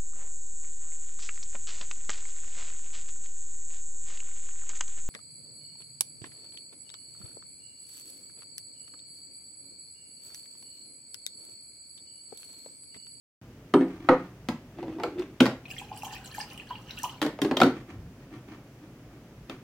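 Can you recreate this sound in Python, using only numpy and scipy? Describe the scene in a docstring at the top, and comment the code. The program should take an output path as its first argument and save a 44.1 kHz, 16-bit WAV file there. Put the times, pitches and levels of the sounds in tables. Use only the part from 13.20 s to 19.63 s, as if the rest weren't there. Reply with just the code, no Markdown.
"""Over a small room's steady rumble (shaped noise), a mug lands on a wooden cabinet (damped modes) and rocks flat.
A coffee maker's glass carafe knocks its plastic housing and judders off the hot plate (stick-slip note, grit).
It pours into the mug (chirping bubbles, spray, air-cavity gulps) and clatters back (housing and glass modes).
Mug and cloth rub the wood in short strokes (filtered impulses) and the cabinet rumbles under the hand.
Echoes of a small room follow every source except the two rumbles."""
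import sys
import numpy as np
from scipy import signal
from scipy.fft import rfft, irfft, next_fast_len
from scipy.io import wavfile
from scipy.ndimage import uniform_filter1d, map_coordinates

SR = 44100
rng = np.random.default_rng(int(sys.argv[2]) if len(sys.argv) > 2 else 0)


def bounce(signal):
    """Save signal as a 16-bit WAV file at the path given by the first command-line argument."""
    frames = np.transpose(np.atleast_2d(signal))
    limited = np.clip(frames, -1, 1)
    pcm = np.round(limited * 32767).astype(np.int16)
    wavfile.write(sys.argv[1], SR, pcm)


N = 283563  # length in samples
AGE = np.arange(SR // 2) / SR  # time since a blow (s)


def amp(db):
    """Level law: decibels to amplitude gain."""
    return 10 ** (np.asarray(db) / 20)


def unit(x):
    """Mean power: scale to rms 1."""
    return x / np.sqrt(np.mean(x ** 2) + 1e-20)


def crest(x):
    """Short-time power: scale so that the loudest 4 ms have rms 1."""
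    return x / np.sqrt(uniform_filter1d(x ** 2, size=176).max() + 1e-20)


def along(points, hz):
    """Logarithmic frequency scale: interpolate (Hz, value) points."""
    f, v = np.transpose(points)
    return np.interp(np.log(hz + 1), np.log(f + 1), v)


def wobble(rate):
    """Slow random modulation: a smooth curve through `rate` random knots a second."""
    knots = rng.standard_normal(int(N * rate / SR) + 4)
    return map_coordinates(knots, [np.arange(N) * rate / SR])


def colour(x, spectrum):
    """Linear filtering: multiply the spectrum by a gain curve of (Hz, dB) points."""
    m = next_fast_len(x.shape[-1] + 8192)
    gain = amp(along(spectrum, np.fft.rfftfreq(m, 1 / SR)))
    return irfft(rfft(x, m) * gain, m)[..., :x.shape[-1]]


def band(x, lo_hz, hi_hz, order=3):
    """Band limitation: a causal Butterworth band-pass."""
    edges = [lo_hz, min(hi_hz, SR / 2 - 100)]
    return signal.sosfilt(signal.butter(order, edges, 'band', fs=SR, output='sos'), x)


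def add(track, s, sound):
    """Superposition: mix a sound into a track at time s."""
    part = track[..., max(round(s * SR), 0):][..., :sound.shape[-1]]
    part += sound[..., :part.shape[-1]]


def fade(t60):
    """Exponential decay: 60 dB down after t60 seconds."""
    return np.exp(-np.log(1000) * AGE / t60)


def ring(modes):
    """Modal synthesis: a sum of damped sines from (Hz, dB, t60) rows."""
    return sum(amp(db) * fade(t60) * np.sin(2 * np.pi * hz * AGE) for hz, db, t60 in modes)


def swell(s, length, attack, release):
    """Envelope: a squared ramp reaches 1 at time s, holds, then decays with time constant `release`."""
    t = np.arange(N) / SR - s
    rise = np.clip(1 + t / attack, 0, 1) ** 2
    return rise * np.exp(-np.clip((t - length) / release, 0, 20))


def grit(rate, scatter_db):
    """Surface roughness: random tiny impulses of uneven size, rms 1."""
    hits = rng.random(N) < rate / SR
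    sizes = amp(scatter_db * np.minimum(rng.standard_normal(N), 2))
    return unit(hits * rng.choice([-1, 1], N) * sizes)


def spread(pair):
    """Spatial coherence: two unrelated signals become left and right, alike in the bass."""
    side = band(pair[1], lo_hz=1730, hi_hz=20600)
    return np.array([pair[0] + side, pair[0] - side])


AIR_START_S, AIR_DB = .214, -49.5
# Spectrum of the room's rumble and hiss. Each row: frequency in Hz, relative density in dB per Hz.
AIR_SPECTRUM = [(20, -22), (36, -10), (54, 0.5), (78, -12), (100, 0), (132, 2.5), (165, -4), (260, -3.5),
                (400, -11), (650, -15), (1050, -22.5), (2500, -28), (8000, -39), (16000, -33)]


def air():
    """Shaped noise: the room's steady rumble and faint hiss."""
    begun = np.arange(N) / SR > AIR_START_S
    noise = colour(rng.standard_normal((2, N)), AIR_SPECTRUM)
    return amp(AIR_DB) * begun * unit(spread(noise))


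# Reverberation of the room. Each row: frequency in Hz, t60 in seconds.
ROOM_T60 = [(120, 0.252), (320, 0.27), (840, 0.26), (2200, 0.32), (6000, 0.27), (15000, 0.22)]
# Colour of the reverberant tail. Each row: frequency in Hz, gain in dB.
TAIL_COLOUR = [(100, -7), (280, -1.5), (500, 1.5), (1200, 1), (3000, -3), (8000, -0.5), (15000, 0)]


def in_room(x, wet_db, near_db):
    """Convolution with a room response: direct sound, scatter from things close by, and a decaying tail."""
    hz, t, z = signal.stft(rng.standard_normal((2, len(AGE))), SR, nperseg=256)
    decay_db = along(TAIL_COLOUR, hz)[:, None] - 60 * t / along(ROOM_T60, hz)[:, None]
    tail = signal.istft(z * amp(decay_db), SR, nperseg=256)[1][:, :len(AGE)]
    tail = spread(tail * (1 - fade(0.029)))  # the tail builds up behind the direct sound
    near = band(rng.standard_normal((2, len(AGE))), 467, 12000, order=2)
    near = spread(near * fade(0.034))
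    answer = amp(wet_db) * tail / np.linalg.norm(tail[0])
    answer += amp(near_db) * near / np.linalg.norm(near[0])
    # a brief scatter in the treble differs between left and right
    scatter = rng.standard_normal(len(AGE)) * fade(0.0014)
    answer += spread([AGE == 0, amp(-15.5) * scatter / np.linalg.norm(scatter)])
    return signal.fftconvolve(x[None], answer, axes=1)[:, :N]


# Strokes over the wood. Each row: time of full pressure in seconds, length in seconds, scrape level in dB.
RUB_STROKES = [(0.68, 0.38, -59.5), (4.569, .01, -53.5), (4.693, 0.014, -55), (5.006, .02, -63.5),
               (5.129, 0.019, -55), (5.29, 0.045, -56), (5.63, 0.017, -65), (5.91, 0.052, -67.5),
               (6.307, 0.017, -52)]
STROKE_ATTACK_S, STROKE_RELEASE_S = 0.033, 0.033
STROKE_BODY_DB = 6.5  # the wood's hum, over the scrape
GRIP_S, GRIP_LENGTH_S, GRIP_DB = 4.75, 0.104, -45.5  # the cabinet rumbles under the hand
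# Spectrum of the scrape on wood. Each row: frequency in Hz, relative density in dB per Hz.
WOOD_SCRAPE = [(290, -2), (500, -3), (811, 3), (1300, 0.5), (1580, -5.5), (3410, -9), (4350, -15),
               (5090, -21.5), (15000, -32.5)]


def sliding():
    """Friction noise: mug and cloth drag over the wood's grain, and the hand makes the cabinet rumble."""
    pressure = sum(amp(db) * swell(s, length, STROKE_ATTACK_S, STROKE_RELEASE_S)
                   for s, length, db in RUB_STROKES)
    grain = grit(1400, scatter_db=8.5)
    hum = amp(STROKE_BODY_DB) * unit(band(grain, 229, 334, order=2))
    rub = hum + unit(colour(grain, WOOD_SCRAPE))
    rumble = amp(GRIP_DB) * unit(band(rng.standard_normal(N), 44, 178))
    rumble = rumble * swell(GRIP_S, GRIP_LENGTH_S, attack=0.084, release=0.066)
    return in_room(pressure * rub, wet_db=-2, near_db=4.5) + rumble


def thump(modes):
    """Radiation efficiency: a wooden or plastic body rings, too small to radiate deep bass."""
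    return crest(band(ring(modes) * (1 - fade(0.022)), lo_hz=126, hi_hz=2990, order=2))


def contact(crowds, hardness, t60, snap):
    """Impact excitation: a sharp push excites crowds of short modes; hardness tilts them about 1500 Hz."""
    out = 0
    for lo, hi, db, life in crowds:
        force = rng.standard_normal(len(AGE)) * fade(t60 * life)
        force[0] += snap
        octaves = np.log2(np.sqrt(lo * hi) / 1500)
        out = out + amp(db + hardness * octaves) * crest(band(force, lo, hi))
    return out


# The mug's base meets the cabinet. Each row: start in seconds, contact level in dB,
# hardness in dB per octave, rattle t60 in seconds, thud level in dB.
MUG_CONTACTS = [(0.5386, -24.5, -1, 0.03, -16), (.5439, -36.5, -12, 0.034, -9),
                (.607, -43.5, -1.5, 0.19, -19), (.888, -19.5, -4, .03, -40),
                (0.8933, -31.5, -5, 0.087, -15)]
BOOM_T60_S = 0.25  # scaled by each cabinet mode's share
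# Modes of the cabinet top. Each row: frequency in Hz, level in dB, share of the boom's t60.
CABINET_MODES = [(150.6, -18.5, 2.3), (184.3, -17, 2.65), (272, 3.5, 0.82), (299.5, 8.5, 0.46),
                 (330.3, -0.5, 0.69), (388, -1.5, 0.61), (506, -7, 0.63)]
# Crowds of short modes in wood. Each row: low and high edge in Hz, level in dB, share of the rattle t60.
WOOD_CROWDS = [(390, 1060, 3, 1.1), (1115, 2160, 0, 0.76), (2300, 4130, -6, 0.83), (5200, 23000, -12, 0.65)]
# Modes of the ceramic wall. Each row: frequency in Hz, level in dB, t60 in seconds.
CERAMIC_MODES = [(1480, -47, .35), (8231, -55, .46), (12900, -67, .7)]
# Modes of a tapped rim. Each row: frequency in Hz, level in dB, t60 in seconds.
RIM_MODES = [(513, 0.5, 0.12), (933, -7.5, 0.03), (1220, -7.5, 0.055), (1910, -14.5, 0.017)]
# Times in seconds of the ever quicker taps as the mug rocks flat.
ROCKING_S = .898 + .075 * (1 - .89 ** np.arange(10))


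def mug():
    """Modal impact: the base lands on one edge, then rocks flat; the cabinet booms and the ceramic rings."""
    out, taps = np.zeros((2, N)), np.zeros(N)
    boom = thump([(hz, db, BOOM_T60_S * life) for hz, db, life in CABINET_MODES])
    for s, db, hardness, rattle_t60, thud_db in MUG_CONTACTS:
        rattle = contact(WOOD_CROWDS, hardness, rattle_t60, snap=5.6)
        blow = amp(thud_db) * boom + amp(db) * rattle
        add(out, s, in_room(blow, wet_db=-2.5, near_db=-1.5))
    add(out, MUG_CONTACTS[0][0], in_room(ring(CERAMIC_MODES), wet_db=-13, near_db=-20))
    for k, s in enumerate(ROCKING_S):  # the taps weaken on average
        tap_db = -18.0 - 1.1 * k + rng.normal(0, 0.98)
        add(taps, s + rng.normal(0, 0.00027), amp(tap_db) * ring(RIM_MODES))
    return out + in_room(taps, wet_db=-8.5, near_db=-12)


def bubble(hz, cycles, rise):
    """Bubble resonance: a damped chirp, its pitch rising as the bubble nears the surface."""
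    u = np.arange(int(SR * cycles / hz)) * hz / SR / cycles  # 0 to 1 over the bubble's life
    tone = np.sin(2 * np.pi * cycles * (u + rise * (u * u / 2 - u / 4)))
    return tone * np.exp(-5 * u) * (1 - np.exp(-25 * u)) * 2


POUR_START_S, POUR_END_S = 2.45, 4.01


def froth(count, low_hz, high_hz, cycles, rise, range_db):
    """Statistical superposition: random bubbles through the pour, many weak and a few strong, rms 1."""
    out = np.zeros(N)
    for when, size, strength in rng.random((count, 3)):
        s = POUR_START_S + when * (POUR_END_S - POUR_START_S)
        hz = low_hz * (high_hz / low_hz) ** size
        add(out, s, amp(range_db * strength ** 2) * bubble(hz, cycles, rise))
    return out / np.std(out[int(POUR_START_S * SR):int(POUR_END_S * SR)])


# Resonance of the air in the filling mug. Each row: time in seconds, frequency in Hz.
CAVITY_PITCH = [(2.42, 847), (3.2, 863), (3.5, 957), (4.01, 943)]


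def cavity_hz(s):
    """Cavity resonance: pitch of the air in the mug at time s."""
    return np.interp(s, *np.transpose(CAVITY_PITCH))


# Big bubbles that sound the air in the mug. Each row: start in seconds, level in dB.
GULP_BUBBLES = [(2.616, -42), (2.716, -36), (2.833, -34), (2.866, -36), (2.928, -41.5), (3.182, -33),
                (3.509, -30.5), (3.84, -29.5), (3.857, -33.5)]
# The brightest small bubbles. Each row: start in seconds, level in dB, frequency in Hz.
BRIGHT_PLINKS = [(2.455, -39.5, 2540), (2.503, -38, 2570), (2.5125, -34, 2770), (2.565, -41.5, 2100),
                 (2.5822, -33, 3260), (2.597, -37.5, 2600), (2.8214, -38.5, 2690), (2.9553, -38, 2620),
                 (3.114, -41.5, 4300), (3.2015, -39, 1740), (3.211, -29.5, 4920), (3.226, -37, 4650),
                 (3.311, -42.5, 2690), (3.377, -38, 2920), (3.3985, -34.5, 2700), (3.555, -36, 2820),
                 (3.708, -33, 3900), (3.895, -36, 3000)]
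# Fainter plinks ring at random near the second air mode, a multiple of the first.
PLINK_DB, PLINK_OVER_CAVITY = -51, 3.16
# The loudest bursting droplets. Each row: start in seconds, level in dB.
DROPLET_BURSTS = [(2.5117, -43), (2.7748, -41), (2.8324, -43), (2.8467, -43.5), (2.9217, -52),
                  (3.3313, -46.5), (3.3765, -46.5), (3.7883, -39), (3.8327, -29.5)]


def drops():
    """Transient resonance: single gulps, plinks and bursting droplets stand out from the stream."""
    out = np.zeros(N)
    for s, db in GULP_BUBBLES:
        add(out, s, amp(db) * bubble(cavity_hz(s), cycles=21.6, rise=0.043))
    for s, db, hz in BRIGHT_PLINKS:
        add(out, s, amp(db) * bubble(hz, cycles=29.5, rise=0.036))
    for s in rng.uniform(POUR_START_S, POUR_END_S, size=36):
        hz = PLINK_OVER_CAVITY * cavity_hz(s) * np.exp(rng.normal(0, .05))
        add(out, s, amp(PLINK_DB + rng.normal(0, 2.5)) * bubble(hz, cycles=26.6, rise=0.048))
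    for s, db in DROPLET_BURSTS:
        burst = rng.standard_normal(len(AGE)) * fade(.004)
        add(out, s, amp(db) * crest(band(burst, 7900, 15500, order=2)))
    return out


# Steady levels, before each layer's own trim in pouring().
BUBBLES_DB, GURGLE_DB, SPRAY_DB = -58, -56.5, -68
# Surges of the stream. Each row: peak time in seconds, then bubble and spray level in dB before the trims.
STREAM_SURGES = [(2.51, -59.5, -47.5), (2.588, -49, -50.5), (2.774, -60, -49.5), (2.851, -48, -42.5),
                 (2.935, -40, -46), (3.06, -50, -50.5), (3.151, -48.5, -45.5), (3.2, -41.5, -46),
                 (3.3, -46.5, -64), (3.509, -48.5, -69), (3.71, -47, -65), (3.785, -45, -54),
                 (3.844, -42.5, -43.5), (3.92, -55.5, -70)]
SURGE_ATTACK_S, SURGE_RELEASE_S = 0.044, 0.0201
# The churning round each gulp, relative to the gulp and before the trim.
GURGLE_AFTER_DB, GURGLE_ATTACK_S, GURGLE_RELEASE_S = -6, 0.018, 0.027
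# Colour of the bubbles. Each row: frequency in Hz, gain in dB.
BUBBLE_COLOUR = [(1100, -7), (1500, -2.5), (1800, -1), (2300, -1.5), (2850, 8.5), (3500, 1), (4700, 2.5),
                 (6000, -6), (9000, -28)]
# Colour of the stream's plunge. Each row: frequency in Hz, gain in dB.
WASH_COLOUR = [(700, -13), (1000, -5), (1400, -28), (2200, -40), (2850, 29), (3500, 16.5), (4700, 16.5),
               (6000, -17), (9000, -1), (16000, 14)]
# Colour of the spray. Each row: frequency in Hz, gain in dB.
SPRAY_COLOUR = [(3500, -8), (5500, -9), (8500, -2.5), (11000, -3.5), (16000, 3.5)]


def pouring():
    """Bubble acoustics: a soft wash plunges, surges stir up bubbles and spray, and gulps set the mug gurgling."""
    flow = swell(POUR_START_S, POUR_END_S - POUR_START_S, attack=0.029, release=0.0059)
    bubbling, spraying, churning = amp(BUBBLES_DB) * flow, amp(SPRAY_DB) * flow, amp(GURGLE_DB) * flow
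    for s, bubbles_db, spray_db in STREAM_SURGES:
        surge = swell(s, 0, SURGE_ATTACK_S, SURGE_RELEASE_S)
        bubbling = bubbling + amp(bubbles_db) * surge
        spraying = spraying + amp(spray_db) * surge
    for s, db in GULP_BUBBLES:
        churn = swell(s, 0, GURGLE_ATTACK_S, GURGLE_RELEASE_S)
        churning = churning + amp(db + GURGLE_AFTER_DB) * churn

    gurgle = np.zeros(N)
    for s in rng.uniform(POUR_START_S, POUR_END_S, size=260):
        hz = cavity_hz(s) * (0.884 + 0.5 * rng.random() ** 2)
        add(gurgle, s, amp(rng.normal(0, 1.6)) * bubble(hz, cycles=33, rise=0.052))
    chirps = froth(count=700, low_hz=1150, high_hz=6500, cycles=38, rise=.24, range_db=22)
    spray = froth(count=3200, low_hz=4200, high_hz=15700, cycles=26, rise=0.042, range_db=32)
    wash = colour(grit(3000, scatter_db=3), WASH_COLOUR)

    plunge = amp(-11.5) * unit(colour(chirps, BUBBLE_COLOUR)) + amp(-8.5) * unit(wash)
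    stream = bubbling * plunge
    stream += churning * amp(-16.5) * unit(gurgle)
    stream += spraying * amp(-9.0) * unit(colour(spray, SPRAY_COLOUR))
    return in_room(drops() + stream, wet_db=-2.5, near_db=-0.5)


DRAG_START_S, DRAG_LENGTH_S, DRAG_ATTACK_S, DRAG_RELEASE_S = 1.606, 0.41, 0.085, 0.058
JUDDER_DB, SCRAPE_DB = -39.5, -57.5  # before shoves and wobble
SCRAPE_FOLLOWS = 0.47  # the scrape gains this share of a shove's dB
# Changes in the hand's pull. Each row: time in seconds, extra level in dB, half-width (to 1/e) in seconds.
HAND_SHOVES = [(1.633, 9, 0.0092), (1.84, -4, 0.013), (2.002, 14.5, 0.029)]
# Stick-slip rate. Each row: time in seconds, slips a second.
SLIP_RATE = [(1.55, 410), (1.63, 340), (1.68, 324), (1.77, 316), (1.95, 345), (2.0, 358), (2.14, 417)]
# Spectrum of glass scraping the hot plate. Each row: frequency in Hz, relative density in dB per Hz.
PLATE_SCRAPE = [(350, -26), (600, 3), (1420, -1), (2070, -1), (2640, -4), (3140, -7), (3900, -6),
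                (4700, -17), (7200, -21.5), (15000, -37)]


def dragging():
    """Stick-slip friction: the carafe judders over a dry scrape; a strong shove locks it into a clean note."""
    t = np.arange(N) / SR
    shove_db = sum(db * np.exp(-((t - s) / width) ** 2) for s, db, width in HAND_SHOVES)
    slip_hz = np.interp(t, *np.transpose(SLIP_RATE))
    loose = np.clip(.55 - 0.036 * shove_db, .01, 1)  # power share of the irregular stutter
    note = np.sin(2 * np.pi * np.cumsum(slip_hz * (1 + 0.0135 * wobble(60))) / SR)
    stutter = band(grit(400, scatter_db=3.5), lo_hz=267, hi_hz=384, order=2)
    judder = np.sqrt(1 - loose) * unit(note) + np.sqrt(loose) * unit(stutter)
    judder = amp(JUDDER_DB + shove_db + 1.15 * wobble(34.44)) * judder
    scrape_db = SCRAPE_DB + SCRAPE_FOLLOWS * shove_db + 1.4 * wobble(68) + 2.8 * wobble(14)
    scrape = amp(scrape_db) * unit(colour(grit(550, scatter_db=2.5), PLATE_SCRAPE))
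    moving = swell(DRAG_START_S, DRAG_LENGTH_S, DRAG_ATTACK_S, DRAG_RELEASE_S)
    return in_room((judder + scrape) * moving, wet_db=-10, near_db=-1.5)


# Knocks on carafe, housing and cabinet. Each row: start in seconds, contact level in dB,
# hardness in dB per octave, thud pitch in Hz, thud level in dB before a common 4 dB cut.
CARAFE_KNOCKS = [(1.287, -27.5, 0.5, 237, -20.5), (1.586, -44, -4, 317, -35),
                 (1.6284, -40.5, -4.5, 359, -34), (1.6802, -46, -4.5, 272, -32),
                 (1.7849, -46, -6, 279, -32), (1.7992, -37, -3, 380, -35), (1.835, -26.5, -1.5, 373, -26.5),
                 (1.9954, -43.5, 2.5, 350, -32), (2.2057, -16, 0.5, 256.8, -5), (2.2562, -26, -1, 267, -28),
                 (2.2642, -24.5, -1, 220, -24.5), (4.0167, -24, 1.5, 307, -20),
                 (4.0275, -26, 1, 352, -26.5), (4.0488, -35, -2.5, 289, -22.5),
                 (4.0638, -29, -0.5, 315, -27), (4.1893, -38, -4, 361, -45), (4.2175, -26.5, 3, 296.5, -15),
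                 (4.2478, -30, -2, 298.6, -14.5), (4.312, -26, -3, 255, -20.5),
                 (4.3699, -23.5, 0.9, 267, -23), (4.4024, -20, -1, 349.6, -16.5),
                 (4.4153, -16, -0.5, 244.5, -13), (4.433, -20, -1, 272, -8.5),
                 (4.4664, -39.5, 1.5, 277.7, -16), (6.297, -37, 0.5, 241.6, -41.5)]
THUD_T60_S, RATTLE_T60_S = 0.12, .036  # scaled by each mode's or crowd's share
# Contacts above this level lift the housing's upper modes, lighter ones mute them (dB per dB and octave).
HEAVY_DB, OVERTONES_GROW = -25, 1
# Modes of the hollow housing. Each row: multiple of the thud pitch, level in dB, share of the thud t60.
HOUSING_MODES = [(.5, -19, 3), (.72, -10.5, 1.04), (1.002, 3, 0.66), (1.31, -6.5, 0.85),
                 (1.62, -17.5, 0.84), (1.96, -15, 0.85)]
# Crowds of short modes in plastic. Each row: low and high edge in Hz, level in dB, share of the rattle t60.
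PLASTIC_CROWDS = [(380, 895, -2, 1.12), (1032, 2110, -5, 0.74), (2520, 4630, -6, 0.48),
                  (5200, 17500, -13.5, .6)]
# Knocks that ring the glass. Each row: start in seconds, level in dB, pitch in Hz favoured by the spot hit.
GLASS_CLINKS = [(1.835, -21, 1200), (2.203, -10.5, 2500), (4.0155, -29.5, 3200), (4.218, -29.5, 3500),
                (4.3683, -21, 3230), (4.416, -3.5, 1550), (6.297, -31, 2200)]
SPOT_DB_PER_OCTAVE = 17.5  # how fast modes weaken away from the favoured pitch
# Modes of the carafe's glass. Each row: frequency in Hz, level in dB, t60 in seconds.
GLASS_MODES = [(1344, -7.5, .044), (1403, -4, 0.02), (2486, -7.5, 0.026), (3222, 3, 0.02), (3640, 8, 0.012)]


def carafe():
    """Modal impact: knocks thump the hollow housing, heavy ones with more overtones; some ring the glass."""
    out = np.zeros((2, N))
    for s, db, hardness, hz, thud_db in CARAFE_KNOCKS:
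        lift = OVERTONES_GROW * max(db - HEAVY_DB, -12)
        thud = thump([(hz * k, level + lift * max(np.log2(k), 0), THUD_T60_S * life)
                      for k, level, life in HOUSING_MODES])
        rattle = contact(PLASTIC_CROWDS, hardness, RATTLE_T60_S, snap=8.8)
        blow = amp(thud_db - 4.0) * thud + amp(db) * rattle
        add(out, s, in_room(blow, wet_db=-1.5, near_db=-3.0))
    for s, db, spot_hz in GLASS_CLINKS:
        glass = ring([(hz, level - SPOT_DB_PER_OCTAVE * abs(np.log2(hz / spot_hz)), t60)
                      for hz, level, t60 in GLASS_MODES])
        clink = amp(db) * glass * (1 - fade(0.0043))  # softened onset
        add(out, s, in_room(clink, wet_db=-5, near_db=-0.5))
    return out


def scene():
    """Superposition: the room's rumble and everything on the cabinet."""
    return air() + sliding() + mug() + pouring() + dragging() + carafe()


TOP_HZ = 16300  # upper band limit
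PORT_LAG_S = .000009  # the sound reaches the left port a little sooner
# Microphone colour. Each row: frequency in Hz, gain in dB.
MIC_COLOUR = [(100, 0.5), (500, .5), (800, -0.5), (1300, 1), (3000, -0.5), (4000, -3), (5100, 0.5),
              (6300, 1.5), (8500, -2.5), (12000, -6.5)]


def record(dry):
    """Linear transduction: microphone colour, a lag between two ports and a sharp upper band limit."""
    m = next_fast_len(N + 8192)
    hz = np.fft.rfftfreq(m, 1 / SR)
    lag = np.exp(1j * np.pi * PORT_LAG_S * np.array([hz, -hz]))  # half the lag each way
    response = amp(along(MIC_COLOUR, hz)) * lag * (hz < TOP_HZ)
    return irfft(rfft(dry, m) * response, m)[:, :N]


dry = scene()
out = record(dry)
bounce(out)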